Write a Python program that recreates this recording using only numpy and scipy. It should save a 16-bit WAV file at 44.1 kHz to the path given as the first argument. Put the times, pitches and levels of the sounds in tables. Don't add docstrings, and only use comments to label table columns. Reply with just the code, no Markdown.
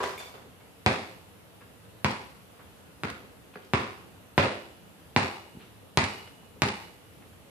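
import sys
import numpy as np
from scipy import signal
from scipy.fft import rfft, irfft, next_fast_len
from scipy.io import wavfile
from scipy.ndimage import uniform_filter1d

SR = 44100
rng = np.random.default_rng(int(sys.argv[2]) if len(sys.argv) > 2 else 0)


def voltage_ratio(decibels):
    exponent = np.asarray(decibels, float) / 20
    return 10 ** exponent


def store_wav(level_fs):
    pcm = np.round(np.clip(np.atleast_2d(level_fs), -1, 1) * 32767)
    wavfile.write(sys.argv[1], SR, pcm.T.astype(np.int16))


N = 330730
TOP_HZ = 14700


def evened(x):
    return x / np.sqrt(np.mean(x ** 2) + 1e-20)


def read(points, hz):
    f, value = np.transpose(points)
    return np.interp(np.log(hz + 1), np.log(f + 1), value)


def add(mix, s, sound):
    part = mix[:, round(s * SR):][:, :sound.shape[-1]]
    part += sound[..., :part.shape[-1]]


def alike(a, b, same):
    same = np.clip(same, -1, 1)
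    return np.array([a, same * a + np.sqrt(1 - same ** 2) * b])


def bands(hz, modes):
    return sum(db / (1 + (2 * (hz - f) / width) ** 2) for f, width, db in modes)


def coloured(x, modes, share):
    hz = abs(np.fft.fftfreq(x.shape[-1], 1 / SR))
    log_gain = share * bands(hz, modes) * np.log(10) / 20
    causal_gain = np.exp(np.conj(signal.hilbert(log_gain)))
    return np.fft.ifft(np.fft.fft(x) * causal_gain).real


def ring(modes, t, tilt_db=0., spread=0.015):
    hz, db, t60 = np.transpose(modes)[:, :, None]
    detune, strength = rng.standard_normal((2, len(modes), 1))
    gain = voltage_ratio(db + tilt_db * np.log2(hz / 2000) + 1.6 * strength - 60 * t / t60)
    return (gain * np.sin(2 * np.pi * hz * (1 + spread * detune) * t)).sum(0)


def slap(ms, width_ms):
    u = ms / width_ms
    return np.exp(-abs(u) ** 1.14) - 0.14 * np.exp(-(u - 2.2) ** 2 / 9.6)


# f/Hz, level/dB
SPIN_TONES = [(2896, -1), (2905, -5), (2919, -6)]


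def ping(t):
    out = 0
    for hz, db in SPIN_TONES:
        envelope = np.minimum(t / 0.13, 1) * voltage_ratio(db - 60 * t / 1.2)
        detuned_hz = hz + 6.45 * rng.standard_normal()
        out = out + envelope * np.sin(2 * np.pi * (detuned_hz * t + rng.random()))
    return out


# t/s, slap level/dB, brightness/(dB per octave), full second slap delay/ms or 0, lifted band f/Hz
BOUNCES = [
    (0.8629, 1.5, 0.23, 0, 756),
    (2.0464, -1.5, 0.5, 0, 950),
    (3.0355, -11, 0.15, 0.78, 1400),
    (3.736, -3, -1.03, 0, 1080),
    (4.3794, 0.03, -1.5, 0.52, 576),
    (5.1633, 2.17, 0.37, 0, 850),
    (5.9740, 4.63, 1.72, 0.25, 890),
    (6.6204, 2.3, 1.6, 0, 860),
]
# t/ms, level/dB
WALL_ECHOES = [(2.7, -19.5), (3.4, -27), (5.2, -14), (8.4, -20.5), (13.2, -13), (17.5, -38)]
# f/Hz, level/dB, time to die by 60 dB/s
BALL_AIR = [(1018, 11, 0.055), (1307, -3, 0.11), (1683, -9, 0.42), (2010, -8.5, 0.43), (2500, -1, 0.16),
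            (2865, -2, 0.066), (3760, -40, 0.2)]
# f/Hz, width/Hz, level/dB
RUBBER_SHELL = [(960, 750, 0.4), (2340, 1660, 6.5), (3040, 240, -5.5), (4560, 3200, 3), (6100, 1900, -3.5),
                (1480, 850, -2), (13900, 6600, -7)]
# multiple of lifted band, relative width, level/dB
SLAB_ECHO = [(.6, 0.19, -2), (1.01, 0.23, 6), (1.85, 0.26, -1.5), (2.8, 0.12, -1), (3.9, .1, -4)]


def bounce(s, slap_db, tilt_db, gap_ms, strong_hz):
    def follows(base, per_db, per_tilt):
        return base + per_db * slap_db + per_tilt * tilt_db

    width_ms = follows(0.097, -0.0012, -0.023)
    thud_db, crack_db = follows(-15, 0.05, -2.1), follows(-20, 0, 3)
    ring_db, ping_db = follows(-36, 2.25, -4.5), follows(-53, 2.25, -1.5)
    far_db, tail_db = follows(-24.5, -0.9, 5), follows(-24, 0.78, -1.7)
    bass_db, length = follows(3, -0.33, 4.4), follows(0.96, 0.0011, 0.015)
    share, gap_ms = (0.25, gap_ms) if gap_ms > 0.1 else (0.043, 0.76)

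    away = np.exp(-(s - BOUNCES[0][0]) / 0.62)
    lag_ms = 0.062 + (0.17 - 0.062) * away
    thud_hz = 151 + (104 - 151) * away
    lead_ms = 1.0
    ms = np.arange(SR // 10) * 1000 / SR - lead_ms - np.array([[lag_ms / 2], [-lag_ms / 2]])

    def both_slaps(at_ms, widen):
        first = slap(ms - at_ms, width_ms * widen)
        return first + share * slap(ms - at_ms - gap_ms, width_ms * widen)

    after = np.maximum(ms, 0) / 1000
    fall = 1 + np.exp(-after / 0.002)
    thud = -np.sin(2 * np.pi * thud_hz * after * fall) * voltage_ratio(-60 * after / 0.039)
    pebbles = uniform_filter1d(rng.standard_normal(ms.shape), size=3)
    crack = pebbles * np.exp(-(ms / 0.31) ** 2)
    echoes = 0
    for at_ms, db in WALL_ECHOES:
        echoes = echoes + voltage_ratio(db + 3.1 * rng.uniform(-1, 1, (2, 1))) * both_slaps(at_ms, 1.57)
    scatter = rng.standard_normal(12) * voltage_ratio(-0.9 * np.arange(12))
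    far = sum(g * slap(ms - 66.2 - 0.51 * k, 0.031) for k, g in enumerate(scatter))
    blow = both_slaps(0, 0.7) + voltage_ratio(thud_db) * thud + voltage_ratio(crack_db) * crack + echoes + voltage_ratio(far_db) * far

    slab = [(strong_hz * ratio, wide * strong_hz * ratio, db) for ratio, wide, db in SLAB_ECHO]
    shell = RUBBER_SHELL + slab
    t = np.arange(SR) / SR
    sound = np.zeros((2, SR))
    add(sound, 0, voltage_ratio(slap_db) * coloured(blow, shell, 0.49))
    add(sound, lead_ms / 1000, (voltage_ratio(ring_db) * ring(BALL_AIR, t) + voltage_ratio(ping_db) * ping(t))[None])
    add(sound, 0.003, voltage_ratio(tail_db) * garage(tilt_db, bass_db, shell=shell, length=length))
    return s - lead_ms / 1000, sound


# f/Hz, level/(dB per Hz)
TAIL_COLOUR = [(24, -52), (40, -31), (86, -8.5), (135, -4.5), (196, -4.5), (306, -11), (527, -8),
               (597, -9.5), (866, -7.5), (1350, -6.5), (4560, -20), (9360, -32), (15000, -31)]
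# f/Hz, time to die by 60 dB/s
TAIL_T60 = [(75, 0.31), (97, 0.62), (130, 0.21), (300, 0.57), (700, 0.64), (1500, 0.55), (3000, 0.64),
            (6000, 0.68), (12000, 0.81)]
# f/Hz, left-right likeness
TAIL_SAME = [(60, 1), (180, 0.99), (550, 0.64), (1650, -0.24), (4970, -0.013), (15000, 0.08)]
# f/Hz, width/Hz, level/dB
ROOM_TONES = [(104.7, 80, 10.5), (124.5, 28, -4.5), (163, 45, -5), (213.8, 23, 9.5), (266, 32, 6),
              (336.8, 3.7, 13), (390, 51, 9.5), (520.6, 14, 7.5)]
# t/s, spread/s, level/dB
ECHO_BUNCHES = [
    (0.013, 0.0048, 2.5),
    (0.073, 0.031, 1),
]


def garage(tilt_db=0., bass_db=0., colour=TAIL_COLOUR, shell=(), length=0.96):
    size = SR
    taps = rng.standard_normal((2, size)) * (rng.random((2, size)) < 0.13)
    hz, t, z = signal.stft(taps, SR, nperseg=512, noverlap=384)
    t60 = length * read(TAIL_T60, hz)[:, None]
    z = alike(*z, read(TAIL_SAME, hz)[:, None]) * voltage_ratio(-60 * t / t60)
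    taps = signal.istft(z, SR, nperseg=512, noverlap=384)[1][:, :size]

    hz = np.fft.rfftfreq(size, 1 / SR)
    db = read(colour, hz) + bands(hz, ROOM_TONES + list(shell))
    db = db + tilt_db * np.log2(hz / 1000 + 0.084) + bass_db / (1 + (hz / 300) ** 2)
    tail = irfft(rfft(taps) * voltage_ratio(db) * (hz < TOP_HZ), size)
    t = np.arange(size) / SR
    tail *= np.clip(t / 0.00053, 0, 1) * np.clip((1 - t) / 0.3, 0, 1)
    tail *= voltage_ratio(sum(db * np.exp(-((t - s) / spread) ** 2) for s, spread, db in ECHO_BUNCHES))
    return tail / np.sqrt(np.mean(tail[:, :2000] ** 2))


def wet(dry, wet_db):
    tail = garage(colour=[(60, -7), (200, 3.5), (6000, 17.0), (14000, -20.0)])
    tail /= np.linalg.norm(tail[0])
    return dry + voltage_ratio(wet_db) * signal.fftconvolve(dry.mean(0)[None], tail, axes=1)[:, :N]


# t/s, ring level/dB, clatter level/dB
KNOCKS = [(.004, -26, -66), (0.013, -30, -53), (.026, -30, -40), (.037, -31, -35), (0.058, -41, -38),
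          (0.071, -35.5, -48), (0.097, -50, -47), (0.107, -40, -51), (0.131, -69, -46)]
# f/Hz, level/dB, time to die by 60 dB/s
HOOP_TONES = [(400, -2, 0.14), (520, -15, 0.057), (840, -14, 0.18), (986, -2, 0.13), (1076, -7.5, 0.096),
              (1600, -11, .04)]
# f/Hz, level/(dB per Hz)
BOARD_COLOUR = [(35, -54), (60, -12), (325, -9), (399, -11), (437, 0.5), (846, -2.5), (993, -4),
                (1160, -2.5), (4180, -19.5), (11400, -37), (14000, -34)]
# t/s, level/dB, brightness/(dB per octave)
SHUDDERS = [(.002, -36, 1.5), (.03, -36, 3.4), (.2, -43.5, 4), (.34, -48, 0), (.45, -56.5, -4)]
# t/s, level/dB, weight of upper tones/(dB per octave)
CHINKS = [
    (.178, -38.5, -14),
    (.192, -48.5, 3.5),
    (.227, -50, -3),
    (.25, -57, -2),
    (.275, -63, -3),
]
# f/Hz, level/dB, time to die by 60 dB/s
METAL_TONES = [(2265, 3.5, 0.083), (2410, 0, 0.07), (3526, 1.7, 0.17), (4689, -8, 0.16), (5803, -18, .12),
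               (7100, -4, .04)]


def hoop():
    knocks, chinks, shudder = np.zeros((3, 2, N))
    t = np.arange(SR // 5) / SR
    colour = voltage_ratio(read(BOARD_COLOUR, np.fft.rfftfreq(len(t), 1 / SR)))
    for s, ring_db, clatter_db in KNOCKS:
        clatter = evened(irfft(rfft(rng.standard_normal(len(t))) * colour, len(t)))
        clatter = clatter * voltage_ratio(clatter_db + 8.5 - 60 * t / 0.057)
        knock = voltage_ratio(ring_db) * ring(HOOP_TONES, t, spread=0.0043) + clatter
        add(knocks, s, knock[None] * np.clip(t / 0.00077, 0, 1))
    for s, db, tilt_db in SHUDDERS:
        board_tones = [(397, 39, 2.5), (980, 110, 3.6)]  # f/Hz, width/Hz, level/dB
        add(shudder, s, voltage_ratio(db) * garage(tilt_db, colour=BOARD_COLOUR, shell=board_tones))
    for s, db, tilt_db in CHINKS:
        hiss = np.diff(rng.standard_normal(len(t) + 1)) * voltage_ratio(-9 - 60 * t / 0.2)
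        chink = ring(METAL_TONES, t, tilt_db, spread=0.0034) + hiss
        add(chinks, s, voltage_ratio(db) * chink[None] * np.clip(t / 0.00063, 0, 1))
    return wet(knocks, -4.5) + wet(chinks, -6.5) + shudder


# t/s, peak level/dB, centre f/Hz, length/ms
STEPS = [(.6, -53.5, 1500, 22), (1.606, -47.5, 1270, 30), (2.59, -45.5, 1090, 34), (2.789, -64, 1200, 8.6),
         (3.537, -45, 1980, 13), (3.556, -33, 1270, 4.6), (3.557, -34.5, 324, 14), (3.617, -48, 2500, 13),
         (3.647, -50, 5030, 4.5), (4.161, -53, 1220, 13), (5.548, -42, 129, 7.7), (5.57, -33, 124, 3.3),
         (5.595, -45.5, 2000, 45), (6.274, -42, 2190, 7.9), (6.43, -47.5, 600, 14), (6.55, -47, 303, 36),
         (7.22, -49, 1220, 15), (7.33, -53, 1200, 13)]


def steps():
    out, t = np.zeros((2, N)), np.arange(SR // 5) / SR
    for s, db, hz, ms in STEPS:
        grit = rng.standard_normal(len(t)) * voltage_ratio(1.1 * rng.exponential(1, len(t)))
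        band = signal.butter(3, [hz * 0.22, hz * 1.62], "band", fs=SR, output="sos")
        puff = signal.sosfilt(band, grit) * t * np.exp(-t * 3000 / ms)
        add(out, s, voltage_ratio(db) * puff[None] / abs(puff).max())
    return wet(out, -1.1)


# f/Hz, level/(dB per Hz)
YARD_COLOUR = [(15, -50), (25, -0.5), (96, -5.5), (165, -6), (227, -10), (260, -4.5), (369, -10.5),
               (471, -8.5), (1000, -14), (1080, -14.5), (2370, -20), (2940, -19), (5460, -28.5),
               (14000, -26.5), (15600, -60)]
# f/Hz, left-right likeness
YARD_SAME = [(60, 0.8), (150, 0.38), (380, 0.47), (950, 0.12), (2380, -0.14), (5980, -0.025), (15000, 0.02)]
# f/Hz, width/Hz, level/dB
DRONES = [(98, 19, -61.5), (184.3, 25, -63), (467, 42, -67.5), (2570, 100, -84), (10600, 1700, -72.5)]


def yard():
    frames, hz = N // 512 + 5, np.fft.rfftfreq(2048, 1 / SR)
    a, b, c, d, patches = rng.standard_normal((frames, 1025, 5)).T
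    patches = evened(uniform_filter1d(uniform_filter1d(patches, 20, 0), 8, 1))
    swell = evened(uniform_filter1d(rng.standard_normal(frames), 25))
    shape = voltage_ratio(read(YARD_COLOUR, np.minimum(hz, 13500))) * (hz < TOP_HZ)
    shape *= voltage_ratio(-54) / np.linalg.norm(shape)
    power = shape ** 2
    for f, width, db in DRONES:
        bump = 1 / (1 + (2 * (hz - f) / width) ** 4)
        power = power + voltage_ratio(2 * db) * bump / bump.sum()
    z = alike(a + 1j * b, c + 1j * d, read(YARD_SAME, hz)[:, None])
    z *= np.sqrt(power)[:, None] * voltage_ratio(1.0 * patches + 0.3 * swell)
    noise = signal.istft(z, nperseg=2048, noverlap=1536)[1][:, :N]
    return np.sqrt(power.sum()) * evened(noise)


# f/Hz, level/dB
WHINE = [(2552, -86), (2612, -86), (2640, -84), (2670, -86), (2850, -79)]


def whine():
    t = np.arange(N) / SR
    knots = np.linspace(0, t[-1], 40)
    out = np.zeros((2, N))
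    for hz, db in WHINE:
        for ear in range(2):
            waver_db = 1.5 * np.interp(t, knots, rng.standard_normal(40))
            out[ear] += voltage_ratio(db + 3 + waver_db) * np.sin(2 * np.pi * hz * t + ear)
    return out


def scene():
    mix = yard() + hoop() + steps() + whine()
    for row in BOUNCES:
        add(mix, *bounce(*row))
    return mix * voltage_ratio([[-0.25], [0.25]])


def roll_off(x):
    return signal.sosfilt(signal.butter(12, 15810, fs=SR, output="sos"), x)


def record(dry):
    x = signal.sosfilt(signal.butter(4, 62, "high", fs=SR, output="sos"), dry)
    power_db = 10 * np.log10(abs(uniform_filter1d((x ** 2).mean(0), 900, origin=440)) + 1e-12)
    late_db = np.roll(power_db, round(0.0047 * SR))
    size = next_fast_len(N)
    z, hz = rfft(x, size), np.fft.rfftfreq(size, 1 / SR)
    for low_hz in np.arange(10300, 16000, 500):
        band = irfft(z * ((hz >= low_hz) & (hz < low_hz + 500)), size)[:, :N]
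        luck = np.repeat(rng.standard_normal(N // 1536 + 1), 1536)[:N]
        luck = uniform_filter1d(luck, size=300)
        limit_db = -32.5 - 5 * (low_hz / 1000 - 11) + 11 * luck
        limit_db = np.maximum(limit_db, -43) if low_hz < TOP_HZ - 300 else -50
        x = x - band * np.clip((late_db - limit_db) / 2, 0, 1)
    x = signal.sosfiltfilt(signal.butter(6, 15000, fs=SR, output="sos"), x)
    return roll_off(np.clip(x, -1, 1))


dry = scene()
out = record(dry)
store_wav(out)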